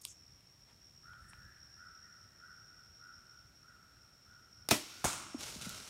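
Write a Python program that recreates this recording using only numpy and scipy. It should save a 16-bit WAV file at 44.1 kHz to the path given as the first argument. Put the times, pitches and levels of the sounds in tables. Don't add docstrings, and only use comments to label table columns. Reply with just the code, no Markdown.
import sys
import numpy as np
from scipy import signal
from scipy.fft import rfft, irfft, next_fast_len
from scipy.io import wavfile
from scipy.ndimage import uniform_filter1d

SR = 44100
rng = np.random.default_rng(int(sys.argv[2]) if len(sys.argv) > 2 else 0)


def waveform_to_disk(signal):
    frames = np.transpose(np.atleast_2d(signal))
    scaled = np.clip(frames, -1, 1) * 32767
    samples = np.round(scaled).astype(np.int16)
    wavfile.write(sys.argv[1], SR, samples)


N = 259749
TIME = np.arange(N) / SR


def bow(release_s=4.6883, stop_s=4.7115, whip_db=-46, surge_db=-23.5, surge_s=0.0021):
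    # start_s, crack_db, decay_s, push_db, push_hz
    impacts = [(4.6883, -25, 0.0025, -34.5, 258), (4.7103, -19.5, .003, -36, 910),
               (4.7118, -20.5, 0.0025, -24.5, 210), (4.7136, -27, 0.0093, -18, 660),
               (4.716, -34, .006, -30, 100), (4.7245, -37, 0.0067, -28, 219), (4.7415, -38, .005, -35, 240)]
    # freq_hz, density_db
    crack_spectrum = [(40, -30), (150, 0), (480, -4), (1100, -2), (1600, -3), (2500, 4), (2950, -5),
                      (3700, 0.5), (5400, 2), (7500, -5), (9000, -0.5), (10500, -7), (13000, -7),
                      (16000, -14)]
    # freq_hz, level_db, t60_s
    frame_modes = [(109.7, -27.5, 0.11), (216, -28, 0.13), (288.8, -32.5, 0.21), (318, -42.5, 0.48),
                   (355, -29, 0.13), (606, -30, .19), (670, -28.5, 0.11), (724, -36, 0.14),
                   (989, -35, 0.15), (1243, -29.5, 0.1), (1320, -32, 0.11), (1970, -42, 0.26),
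                   (2320, -34, 0.14), (2510, -30, .13), (2620, -36, 0.12), (3180, -36, .12),
                   (3410, -38, .13), (3670, -43, 0.13), (4350, -36, 0.13), (5320, -27, .11),
                   (7104, -37, .11)]
    # freq_hz, density_db
    echo_spectrum = [(30, -44), (60, -10), (300, -2), (480, -9.5), (650, -8), (1100, -6.5), (1550, -10.5),
                     (2300, -8), (5500, -10.5), (9000, -12.5), (13800, -17), (16000, -25)]
    out, t = blows(impacts, crack_spectrum), TIME[:SR]
    whip = amp(whip_db) + amp(surge_db) * np.exp(-abs(TIME - stop_s) / surge_s)
    out += whip * (TIME > release_s) * (TIME < stop_s) * noise(crack_spectrum, N)
    ring = sum((-1) ** k * amp(db - 60 * t / t60_s) * np.sin(2 * np.pi * hz * t)
               for k, (hz, db, t60_s) in enumerate(frame_modes))
    add(out, stop_s, amp(-2) * ring * (1 - np.exp(-t / 0.0019)))
    add(out, stop_s, scatter(echo_spectrum, near_db=-28.5, stretch=0.82, far_db=-50, far_t60_s=1.16))
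    return out


def arrow(launch_s=4.7115, hit_s=5.048, hiss_db=-47.5, rise_s=0.045, distance_doubling_s=0.19):
    # start_s, crack_db, decay_s, push_db, push_hz
    impacts = [(5.043, -24.5, 0.0015, -23, 706), (5.0462, -23, .005, -25, 237),
               (5.0538, -39, .006, -20, 600), (5.056, -40, .006, -35, 74), (5.082, -36, .002, -41, 700)]
    # freq_hz, density_db
    crack_spectrum = [(100, 11), (400, 4.5), (1800, 1), (3500, -7.5), (5000, -3), (6600, 6), (9200, 1),
                      (10500, -6), (16000, -16)]
    # freq_hz, density_db
    vane_spectrum = [(120, -45), (200, -15), (299, -6), (612, -16), (1420, -6), (1620, -11.5), (2420, -4),
                     (4860, -5), (5520, -3.5), (16000, -23.5)]
    # freq_hz, density_db
    echo_spectrum = [(30, -36), (60, -6), (160, -8.5), (360, -8.5), (430, -17), (640, -9.5), (1400, -2),
                     (1800, -13), (2200, -8.5), (4500, -11), (6700, -6.5), (9300, -7), (10500, -17),
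                     (16000, -22)]
    out = blows(impacts, crack_spectrum)
    flown_s = np.maximum(TIME - launch_s, 0)
    envelope = np.minimum(flown_s / rise_s, 1) / (1 + flown_s / distance_doubling_s) * (TIME < hit_s)
    out += amp(hiss_db) * envelope * noise(vane_spectrum, N)
    add(out, hit_s, scatter(echo_spectrum, near_db=-33, stretch=1.43, far_db=-38.5, far_t60_s=1.2))
    return out


def blows(rows, spectrum):
    out, t = np.zeros(N), TIME[:4096]
    for start_s, crack_db, decay_s, push_db, push_hz in rows:
        crack = noise(spectrum, len(t)) * np.exp(-t / decay_s)
        phase = 2 * np.pi * push_hz * t
        surface_speed = np.sin(phase) * phase ** 2 * np.exp(-phase / 1.57)
        push = np.gradient(surface_speed)
        add(out, start_s, amp(crack_db) * crack + amp(push_db) * push / abs(push).max())
    return out


def gear_ticks(knock_db=-27, knock_hz=900):
    # start_s, level_db, centre_hz
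    ticks = [(.0514, -28, 5900), (.408, -64, 6000), (1.134, -50.5, 1500), (1.333, -44, 1580),
             (1.572, -60, 2000), (4.333, -63, 3000), (4.6883, -33, 2470)]
    knocks = [(start_s, db + knock_db, knock_hz) for start_s, db, _ in ticks]
    return snaps(ticks, octaves=1.02, decay_s=0.0011) + snaps(knocks, octaves=0.4, decay_s=0.0028)


def animal(knock_db=-10.5, knock_ratio=2.48, kick_delay_s=0.055, kick_rise_s=0.022, settle_s=0.21):
    # start_s, thump_db, pitch_hz, leaves_db
    hooves = [(5.344, -32.5, 270, -44), (5.558, -44, 215, -47), (5.665, -38, 204, -50.5),
              (5.81, -57, 219, -52.5)]
    thuds, leaf_power = np.zeros(N), np.zeros(N)
    since_s = TIME[:SR] - kick_delay_s
    kick = 0.5 * (1 + np.tanh(since_s / kick_rise_s)) * np.exp(-np.maximum(since_s, 0) / settle_s)
    for start_s, db, hz, leaves_db in hooves:
        knock = amp(knock_db) * thump(hz * knock_ratio, rise_s=0.0017)
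        add(thuds, start_s, amp(db) * (thump(hz, rise_s=0.0062) + knock))
        add(leaf_power, start_s, (amp(leaves_db) * kick) ** 2)
    return leaves() * np.sqrt(leaf_power) + woods(thuds, t60_s=0.25, wet_db=-14)


def thump(hz, rise_s, sag=0.23):
    u = TIME[:6000] / rise_s
    pitch_hz = hz * (1 + sag * (2 * np.exp(-u / 2) - 1))
    return (u * np.exp(1 - u)) ** 2 * np.sin(2 * np.pi * np.cumsum(pitch_hz) / SR)


def leaves(grains_per_s=5000, spread_db=3.5, clump_db=2.6):
    # freq_hz, density_db
    leaf_spectrum = [(88, -35), (150, -9), (209, -6.5), (376, -9.5), (1040, -11), (1360, -8.5), (1790, -14),
                     (2140, -9), (4950, -8.5), (5460, -7), (9260, -13), (14500, -24), (16000, -34)]
    sizes = amp(spread_db * np.minimum(rng.exponential(1, N), 3.5)) * rng.choice([-1, 1], N)
    clumps = amp(clump_db * wobble(samples=400))
    grains = sizes * clumps * (rng.random(N) < grains_per_s / SR)
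    return colour(woods(grains, t60_s=0.69, wet_db=-2), leaf_spectrum)


def twigs():
    # start_s, level_db, centre_hz
    breaks = [(5.1305, -34, 4500), (5.552, -43.5, 4000), (5.6216, -38.5, 5050), (5.693, -38.5, 6500)]
    return snaps(breaks, octaves=0.99, decay_s=0.003)


def cloth():
    # start_s, length_s, level_db, centre_hz, width_octaves
    scuffs = [(.011, 0.017, -55, 8000, 0.56), (0.03, 0.034, -54, 6200, .42), (.066, .07, -55, 6750, .24),
              (0.657, 0.083, -69, 1000, 1.6), (1.144, .3, -79, 8600, .2), (1.283, .03, -61.5, 8750, .2)]
    out = np.zeros(N)
    for start_s, length_s, db, hz, octaves in scuffs:
        stroke = np.sin(np.pi * np.minimum(TIME[:SR] / length_s, 1))
        add(out, start_s, amp(db) * stroke * band(rng.standard_normal(SR), hz, octaves))
    return out


def crows(caw_s=0.16, arch=0.17, rough=0.28, rasp=0.66, treeline_s=0.285, treeline_db=-8):
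    # start_s, level_db, throat_hz
    caws = [(1.03, -57, 1410), (1.21, -68, 1750), (1.39, -65, 1650), (1.765, -57, 1419),
            (1.99, -70.5, 1797), (2.385, -57.5, 1422), (2.985, -59, 1410), (3.62, -62, 1409),
            (4.25, -63.5, 1406), (4.89, -62, 1422), (5.58, -58, 1409)]
    out = np.zeros(N)
    effort = np.sin(np.pi * np.linspace(0, 1, int(caw_s * SR)))
    for start_s, db, throat_hz in caws:
        jitter, breath = rng.standard_normal((SR // 2, 2))[:len(effort)].T
        pitch_hz = throat_hz / 3 * (1 + arch * (effort - 0.78) + 0.023 * unit(uniform_filter1d(jitter, 200)))
        turns = np.cumsum(pitch_hz) / SR
        voice = unit(sum(np.cos(2 * np.pi * k * turns) for k in range(2, 6)))
        rattle = 1 + rasp * np.sin(2 * np.pi * 0.18 * turns)
        drive = ((1 - rough) * voice + rough * band(breath, throat_hz, octaves=0.32)) * rattle
        throat = band(drive, throat_hz, octaves=0.16) + amp(-22) * band(drive, hz=1936, octaves=0.066)
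        call = throat * abs(effort) ** 0.59
        add(out, start_s, amp(db) * call)
        add(out, start_s + treeline_s, amp(db + treeline_db) * call)
    return woods(out, t60_s=1.44, wet_db=0) * amp(2)


def crickets(wander=0.00502, droop=0.043, flutter_db=3, surge_db=1.4):
    # pitch_hz, level_db, strokes_per_s
    singers = [(5114, -10.5, 61), (5290, -8.5, 66), (5460, -2, 67), (5516, 0.5, 73), (5630, -5, 76),
               (5765, -11.5, 93)]
    # time_s, level_db
    chorus_curve = [(.35, -63.5), (.7, -67.5), (1.9, -61.5), (3.15, -61.5), (3.85, -68.5), (4.65, -62)]
    trills = np.zeros(N)
    for hz, db, strokes_per_s in singers:
        drift, waver, flutter = wobble(samples=4000), wobble(samples=120), wobble(samples=900)
        stroke = (np.cumsum(strokes_per_s * (1 + 0.05 * drift)) / SR + rng.random()) % 1
        pitch_hz = hz * (1 + wander * waver + droop * (0.5 - stroke))
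        envelope = amp(db + drift + flutter_db * flutter) * np.sin(np.pi * stroke) ** 4
        trills += envelope * np.sin(2 * np.pi * np.cumsum(pitch_hz) / SR)
    chorus = woods(trills, t60_s=0.5, wet_db=-3.5) * amp(surge_db * wobble(samples=2500))
    return amp(np.interp(TIME, *np.transpose(chorus_curve))) * unit(chorus)


def air(hush_db=-69.5, hiss_db=-75.5, rumble_db=-71, lump_db=2):
    # freq_hz, density_db
    hush_spectrum = [(15, -49), (25, -12.5), (112, -4), (339, -14.5), (378, -13.5), (412, -18),
                     (584, -17.5), (1050, -21), (1140, -18), (2150, -20.5), (4500, -25.5), (5850, -54),
                     (9900, -120)]
    # freq_hz, density_db
    hiss_spectrum = [(2500, -17), (4300, -4), (6500, -2.5), (9500, -6.5), (10400, -10.5), (11500, -7),
                     (15800, -13)]
    # freq_hz, density_db
    rumble_spectrum = [(25, -10.5), (60, 2.5), (110, 0.5), (170, -6.5), (300, -22.5), (600, -41.5)]
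    # peak_s, half_width_s, level_db
    swells = [(1.35, 0.3, -63), (4.65, 0.17, -70.5), (5.62, .13, -55.5)]
    power = amp(rumble_db) ** 2
    for peak_s, half_width_s, db in swells:
        power += (amp(db) * np.exp(-0.5 * ((TIME - peak_s) / half_width_s) ** 2)) ** 2
    rumble = np.sqrt(power) * amp(lump_db * wobble(samples=2822)) * noise(rumble_spectrum, N)
    return amp(hush_db) * noise(hush_spectrum, N) + amp(hiss_db) * noise(hiss_spectrum, N) + rumble


def scatter(spectrum, near_db, stretch, far_db, far_t60_s):
    # freq_hz, t60_s
    near_decay = [(100, 0.34), (600, 0.36), (1500, 0.3), (6000, 0.38), (10000, 0.34), (15000, 0.28)]
    taps = colour(rng.standard_normal(SR) * amp(3.5 * rng.standard_normal(SR)), spectrum)
    hz, frame_s, bins = signal.stft(taps, SR, nperseg=256)
    hz = hz[:, None]
    near = amp(near_db - 60 * frame_s / (stretch * read(near_decay, hz)))
    far = amp(far_db - 60 * frame_s / far_t60_s) / (1 + (hz / 7000) ** 2)
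    echo = signal.istft(bins * np.hypot(near, far), SR, nperseg=256)[1][:SR]
    return echo * (1 - np.exp(-TIME[:SR] / 0.003))


def woods(x, t60_s, wet_db, echoes_per_s=2500):
    t = TIME[:SR]
    taps = rng.standard_normal(SR) * (rng.random(SR) < echoes_per_s / SR)
    taps *= amp(-60 * t / t60_s) * (1 - np.exp(-t / 0.019))
    echoes = signal.fftconvolve(x, taps / np.linalg.norm(taps))[:N]
    return (x + amp(wet_db) * echoes) / np.hypot(1, amp(wet_db))


def snaps(rows, octaves, decay_s):
    out, fall = np.zeros(N), np.exp(-TIME[:4096] / decay_s)
    for start_s, db, hz in rows:
        edges_hz = np.clip(hz * 2.0 ** np.array([-octaves, octaves]), 50, SR * 0.45)
        bandpass = signal.butter(3, edges_hz, "bandpass", fs=SR, output="sos")
        snap = signal.sosfilt(bandpass, rng.standard_normal(len(fall)) * fall)
        add(out, start_s, amp(db) * snap * np.linalg.norm(fall) / np.linalg.norm(snap))
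    return out


def amp(db):
    return 10 ** (np.asarray(db) / 20)


def unit(x):
    return x / np.sqrt(np.mean(x ** 2) + 1e-20)


def read(points, hz):
    freq_hz, value = np.transpose(points)
    return np.interp(np.log(hz + 1), np.log(freq_hz + 1), value)


def add(mix, start_s, sound):
    part = mix[max(round(start_s * SR), 0):][:len(sound)]
    part += sound[:len(part)]


def colour(x, spectrum):
    gain = amp(read(spectrum, np.fft.rfftfreq(len(x), 1 / SR)))
    return unit(irfft(rfft(x) * gain, len(x)))


def noise(spectrum, samples):
    return colour(rng.standard_normal(next_fast_len(samples)), spectrum)[:samples]


def band(x, hz, octaves):
    freq_hz = np.fft.rfftfreq(len(x), 1 / SR) + 1
    bell = np.exp(-0.5 * (np.log2(freq_hz / hz) / octaves) ** 2)
    return unit(irfft(rfft(x) * bell, len(x)))


def wobble(samples):
    return unit(uniform_filter1d(rng.standard_normal(N), samples))


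def scene():
    background = air() + crickets() + crows()
    small_sounds = woods(gear_ticks() + twigs() + cloth(), t60_s=0.19, wet_db=-11.5)
    return (bow() + arrow() + animal() + small_sounds + background)[None]


def record(dry, low_cut_hz=43, band_limit_hz=15900):
    thin = signal.sosfilt(signal.butter(2, low_cut_hz, "highpass", fs=SR, output="sos"), dry)
    lowpass = signal.firwin(255, band_limit_hz, window=("kaiser", 9), fs=SR)
    return signal.oaconvolve(thin, lowpass[None], "same")


dry = scene()
out = record(dry)
waveform_to_disk(out)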